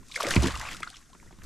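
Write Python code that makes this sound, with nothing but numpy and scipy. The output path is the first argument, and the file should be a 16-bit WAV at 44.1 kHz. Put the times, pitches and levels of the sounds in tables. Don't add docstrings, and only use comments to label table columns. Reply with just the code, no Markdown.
import sys
import numpy as np
from scipy import signal
from scipy.fft import rfft, irfft, next_fast_len
from scipy.io import wavfile
from scipy.ndimage import map_coordinates

SR = 44100
rng = np.random.default_rng(int(sys.argv[2]) if len(sys.argv) > 2 else 0)


def gain_from_db(level_db):
    decades = np.asarray(level_db, float) / 20
    return 10 ** decades


def int16_out(signal):
    q = np.round(np.clip(np.atleast_2d(signal).T, -1, 1) * 32767)
    wavfile.write(sys.argv[1], SR, q.astype(np.int16))


N = 63945


def unit(x):
    return x / np.sqrt(np.mean(x ** 2) + 1e-20)


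def along(points, hz):
    pitch, value = np.transpose(points)
    return np.interp(np.log(hz + 1), np.log(pitch + 1), value)


def curve(rows):
    time, level = np.transpose(rows)
    return np.interp(np.arange(N) / SR, time, level)


def wobble(rate):
    return map_coordinates(rng.standard_normal(2000), [np.arange(N) * rate / SR])


def coloured(x, points):
    size = next_fast_len(N + 8192)
    gain = gain_from_db(along(points, np.fft.rfftfreq(size, 1 / SR)))
    return irfft(rfft(x, size) * gain, size)[..., :N]


def bubbles(start, gain, hz, cycles, size):
    rise, soft_cycles = 0.24, 1.665
    t = np.arange(size) / SR
    age = t * (hz / cycles)[:, None]
    wave = np.sin(2 * np.pi * hz[:, None] * t * (1 - rise / 4 + rise * np.minimum(age, 2) / 2))
    fade = gain_from_db(-30 * age)
    swell = 1 - np.exp(-t * hz[:, None] / soft_cycles)
    wave *= gain[:, None] * fade * swell
    place = np.round(start * SR).astype(int)[:, None] + np.arange(size)
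    return np.bincount(place.ravel(), wave.ravel(), N + SR)[:N]


def swarm(count, hz, spread, cycles, scatter_db, size):
    chance = rng.random((count, 2))
    vary = rng.standard_normal((count, 2))
    pitch = np.minimum(hz * np.exp(spread * np.clip(vary[:, 0], -1.3, 2)), 14000)
    loudness_db = np.minimum(-scatter_db * np.log(1 - chance[:, 1]), 12)
    life = cycles * np.exp(0.45 * vary[:, 1])
    return unit(bubbles(chance[:, 0] * N / SR, gain_from_db(loudness_db), pitch, life, size))


def lake():
    # (pitch [Hz], level [dB])
    lake_colour = [(250, -34), (450, -24), (850, -38), (1300, 0), (3000, -20.5), (6500, -5.5),
                   (11000, -16.5), (15400, -33)]
    level_db, sway_db, side_db = -64.5 - 2.0, 1.5, -11
    hiss = unit(coloured(rng.standard_normal((2, N)), lake_colour))
    mid, side = hiss * gain_from_db(level_db + sway_db * wobble(12.7))
    return np.array([mid + gain_from_db(side_db) * side, mid - gain_from_db(side_db) * side])


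def slosh():
    # (time [s], level [dB])
    slosh_level = [(0, -50), (.12, -57.5), (.2, -62), (.3, -38.5), (.6, -48), (.76, -47.5), (.95, -60.5),
                   (1.25, -55.5), (1.45, -51)]
    # (pitch [Hz], level [dB])
    slosh_colour = [(10, 0), (30, -2), (90, -10.5), (230, -13), (380, -22), (550, -27), (1000, -45)]
    sway_db, side_db = 2, -6.5
    push = unit(coloured(rng.standard_normal((2, N)), slosh_colour))
    mid, side = push * gain_from_db(curve(slosh_level) + sway_db * wobble(25.65))
    return np.array([mid + gain_from_db(side_db) * side, mid - gain_from_db(side_db) * side])


def bursts(count):
    # (time [s], peak [dB], length [s], middle pitch [Hz])
    snaps = [(.112, -40, 0.017, 6000), (.137, -40.5, 0.014, 5550), (.1555, -25.5, 0.014, 6670),
             (0.2028, -26.5, 0.022, 6000), (.229, -21, 0.006, 7400), (0.2674, -21.5, 0.0035, 6000),
             (0.286, -19.5, 0.0026, 9000), (.306, -15.5, 0.0051, 7000), (.311, -31.5, 0.026, 4080),
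             (.346, -25, 0.0053, 7400), (.3565, -18, .003, 8200), (.361, -20, 0.0063, 3400),
             (.421, -27, 0.011, 6000), (.431, -22, 0.007, 5150), (.439, -28, 0.009, 4550),
             (.453, -29.5, 0.0048, 3570), (.458, -26.5, 0.0039, 6860), (.469, -22, .01, 5300),
             (.482, -29.5, .004, 5000), (.519, -30, 0.0048, 6000), (.574, -26.5, 0.0022, 6800),
             (.596, -26, 0.0027, 6460), (.613, -29, .005, 6000), (.688, -31, 0.0037, 3930),
             (.730, -29.5, 0.0039, 6800), (.746, -28.5, 0.0021, 6700), (.766, -33, 0.0063, 6000),
             (.8305, -31.5, 0.004, 4200), (0.9011, -30.5, 0.0018, 7300), (1.131, -45, 0.0023, 4070),
             (1.147, -51.5, 0.0072, 1424), (1.226, -53, 0.0058, 1133), (1.307, -52, 0.005, 1020),
             (1.325, -54.5, 0.0059, 1660), (1.417, -46.5, 0.0045, 1760), (1.432, -42.5, 0.018, 9200),
             (1.4405, -45, 0.0036, 7470),
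             (0.03, -54.5, .004, 2460), (.065, -47, 0.0033, 6000), (0.083, -41.5, .005, 7450),
             (0.507, -30.5, .004, 3400), (0.553, -30.5, .003, 5440), (.738, -34.5, .004, 4230),
             (0.801, -43, .004, 2650), (0.804, -34.5, .003, 7400), (0.827, -39, .002, 8000),
             (0.864, -46, .008, 1900), (.875, -43, .005, 4830), (0.932, -50, .003, 2560),
             (0.947, -49, .004, 5500), (.957, -39, .004, 4470), (.967, -41.5, .005, 5130),
             (1.33, -60, .002, 9000), (1.386, -51, .003, 2010)]
    tears = np.array(snaps)
    start, db, length, hz = np.repeat(tears, count, axis=0).T
    turn = np.tile(np.linspace(.01, 1, count) ** 1.4, len(tears))
    vary = rng.standard_normal((len(start), 3))
    pitch = hz * np.exp(0.423 * vary[:, 1])
    gain = gain_from_db(db - 1.9 - 15.4 * turn + 1.8 * np.clip(vary[:, 0], -2, 1.6))
    gain *= np.sqrt(length / 0.0025) * np.minimum(turn / 0.11, 1)
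    gain *= (pitch < 14500) / (1 + (pitch / 12500) ** 2)
    life = 7 * np.exp(0.28 * vary[:, 2])
    return bubbles(start + 1.5 * length * turn, gain, np.clip(pitch, 400, 14500), life, size=400)


def spray():
    # (time [s], level [dB])
    spray_level = [(0, -93), (.08, -63.5), (.15, -50), (.2, -53.5), (.33, -37.5), (.39, -45), (.45, -45),
                   (.55, -50), (.72, -51.5), (.79, -58), (.97, -62.5), (1.05, -71.5)]
    # (pitch [Hz], level [dB])
    spray_colour = [(1470, -39), (2500, -5), (3360, -8), (7640, -2.5), (12000, -23), (15400, -44)]
    sway_db = 2
    hiss = unit(coloured(rng.standard_normal(N), spray_colour))
    fizz = swarm(count=4000, hz=6000, spread=0.451, cycles=7.7, scatter_db=6.5, size=200)
    mix = gain_from_db(-3) * hiss + gain_from_db(-3) * fizz
    return gain_from_db(curve(spray_level) + sway_db * wobble(59.9)) * mix + bursts(count=90)


def churn():
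    # (time [s], level [dB])
    churn_level = [(.08, -69.5), (.16, -53.5), (.22, -38.5), (.36, -35.5), (.41, -41), (.465, -38),
                   (.52, -41), (.59, -46.5), (.67, -39.5), (.76, -50.5), (.8, -55.5), (.92, -61),
                   (1.1, -71.5), (1.2, -75.5), (1.45, -62)]
    # (pitch [Hz], level [dB])
    churn_colour = [(400, -18), (750, -7), (1100, -10), (2400, -9.5), (5000, -19.5), (8000, -50)]
    # (time [s], peak [dB], pitch [Hz], life [cycles])
    big_bubbles = [(0.1215, -25, 3650, 8.3), (0.144, -27, 2370, 7.2), (0.1605, -15, 2060, 9.2),
                   (0.1617, -21.5, 2000, 16.4), (0.164, -41.5, 520, 24), (0.176, -25, 1380, 7.5),
                   (0.2028, -13, 1210, 3.9), (0.207, -8.5, 1100, 4.6), (.222, -19.5, 2800, 7.4),
                   (.237, -13.5, 565, 4.1), (.248, -20.5, 2120, 7.7), (0.2521, -20, 296, 4.1),
                   (0.267, -15, 1890, 4.6), (.271, -21.5, 520, 7.9), (.309, -18, 1700, 12),
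                   (0.314, -4, 1600, 2.3), (0.3387, -9.5, 2540, 4.8), (0.3658, -5.5, 2200, 5.4),
                   (.542, -34.5, 1215, 30), (.563, -20, 1030, 4.1), (.500, -24, 1200, 6.6),
                   (.508, -27.5, 970, 7.4), (0.549, -27.5, 1800, 6), (.604, -31.5, 950, 9.7),
                   (0.613, -16, 1350, 1.8), (.619, -23, 1520, 3.9), (.624, -26.5, 924, 4.9),
                   (.632, -26.5, 855, 6.1), (.651, -22.5, 1080, 4.5), (.654, -27, 2450, 9.8),
                   (0.671, -36.5, 1200, 14), (.714, -26, 1800, 6.6), (0.729, -36, 1840, 15),
                   (0.455, -25, 1110, 11), (.460, -19.5, 1790, 7.5), (0.687, -25, 2400, 10.7),
                   (.746, -32.5, 1375, 17)]
    # (time [s], peak [dB], pitch [Hz], life [cycles])
    drips = [(.100, -50, 1090, 23), (.823, -31.5, 2360, 12), (0.83, -27, 1500, 14), (.8318, -20, 1900, 3.6),
             (.830, -22, 2000, 12.5), (.838, -39, 2800, 8.8), (0.8294, -25.5, 1293, 22.3),
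             (0.8734, -26, 1368, 9.8), (.876, -35, 4200, 12), (.850, -39, 6840, 16), (0.893, -44, 3300, 18),
             (.832, -35.5, 7900, 16), (.905, -54, 770, 27), (0.943, -38.5, 3400, 12.5),
             (.947, -44, 3150, 27), (.967, -42.5, 5600, 36), (.970, -47, 3000, 20), (.929, -44.5, 1570, 12),
             (.940, -46, 1230, 16), (1.13, -51, 1080, 35), (1.274, -56, 1940, 34), (0.028, -51, 1010, 11.5),
             (0.94, -54, 570, 3.1), (1.1, -51, 705, 8.1), (1.3075, -49, 750, 7), (1.2, -38, 2100, 5.7),
             (1.212, -53, 1840, 11), (1.437, -50, 1520, 10)]
    wash = unit(coloured(rng.standard_normal(N), churn_colour))
    crowd = swarm(count=1500, hz=1700, spread=0.3475, cycles=8.35, scatter_db=3.5, size=700)
    mix = gain_from_db(-4.5) * wash + gain_from_db(-2) * crowd
    gurgle = gain_from_db(curve(churn_level) + 2.0 * wobble(70.13)) * mix

    deep = swarm(count=900, hz=520, spread=0.357, cycles=4.4, scatter_db=3.5, size=1500)
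    gulp_s = (.17, .23, .35, .5)
    gulp_db = -35.5 + np.array([-20, -1.5, -7.5, -6.5])
    gulp = gain_from_db(np.interp(np.arange(N) / SR, gulp_s, gulp_db, -95, -95)) * deep

    start, db, hz, cycles = np.concatenate([big_bubbles, drips]).T
    return gurgle + gulp + bubbles(start, gain_from_db(db + 4), hz, cycles, size=2000)


def hull():
    # (time [s], peak [dB], favoured pitch [Hz])
    thumps = [(0.3599, -10, 216), (0.3714, -12.5, 95), (.384, -23, 48), (0.425, -21, 295), (.433, -26, 317),
              (.439, -14, 253), (.451, -23.5, 290), (.459, -21.5, 227), (.466, -22.5, 320),
              (0.53, -35.5, 63.6), (0.581, -33, 75), (.804, -40, 453), (1.149, -49, 455), (1.26, -49, 400),
              (1.325, -45.5, 295), (1.381, -44.5, 147), (1.424, -42, 82.5)]
    # (pitch [Hz], level [dB], time to fade 60 dB [s])
    hull_tones = [(45.2, 7, 0.21), (69, 2.85, 0.43), (115.5, 3.5, 0.15), (185.8, 0.5, 0.11),
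                  (263.6, 0.5, 0.073), (352.7, 0, 0.0784), (460, -5, 0.066), (639, 0.5, 0.028),
                  (948, 7, 0.048)]
    out = np.zeros(N + SR)
    t = np.arange(SR // 2) / SR
    for start, db, blow_hz in thumps:
        boom = np.zeros(len(t))
        for k, (hz, level, t60) in enumerate(hull_tones):
            sign = (-1) ** (k + 1)
            fade = gain_from_db(level + 1.6 * rng.standard_normal() - 60 * t / t60)
            swell = 1 - np.exp(-t * hz / 0.04)
            favour = 1 / (1 + (np.log(hz / blow_hz) / 0.5) ** 2)
            boom += sign * favour * fade * swell * np.sin(2 * np.pi * hz * t)
        first = round(start * SR)
        out[first:first + len(t)] += gain_from_db(db - 5.5) * boom
    return out[:N]


def bank(x):
    t60, delay_s = 0.079, 0.0047
    t = np.arange(SR // 4) / SR
    tail = rng.standard_normal((2, len(t))) * gain_from_db(-60 * t / t60) * (t > delay_s)
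    return signal.fftconvolve(x[None], tail / np.linalg.norm(tail[0]), axes=1)[:, :N]


def scene():
    # (pitch [Hz], level [dB])
    pan = [(60, -6.5), (160, -0.5), (1000, 1), (4000, 0), (9000, 5.5), (14000, 4)]
    bank_db, width_db = -15, -18
    water = spray() + churn()
    boom = hull()
    echo, wide_echo = bank(water)
    near = water + gain_from_db(bank_db) * echo + boom
    side = gain_from_db(width_db) * coloured(wide_echo, [(6000, 0.5), (13000, 2.4)])
    side += gain_from_db(-14) * bank(boom)[0]
    left = coloured(near, [(hz, db / 2) for hz, db in pan]) + side
    right = coloured(near, [(hz, -db / 2) for hz, db in pan]) - side
    return np.array([left, right]) + slosh() + lake()


def band_limit(x):
    return signal.sosfilt(signal.butter(12, 15520, fs=SR, output="sos"), x)


def record(dry):
    # (pitch [Hz], level [dB])
    mic = [(20, 0.5), (11000, 1.5), (14000, -2.5), (15500, -28), (15700, -86)]
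    return band_limit(coloured(dry, mic))


dry = scene()
out = record(dry)
int16_out(out)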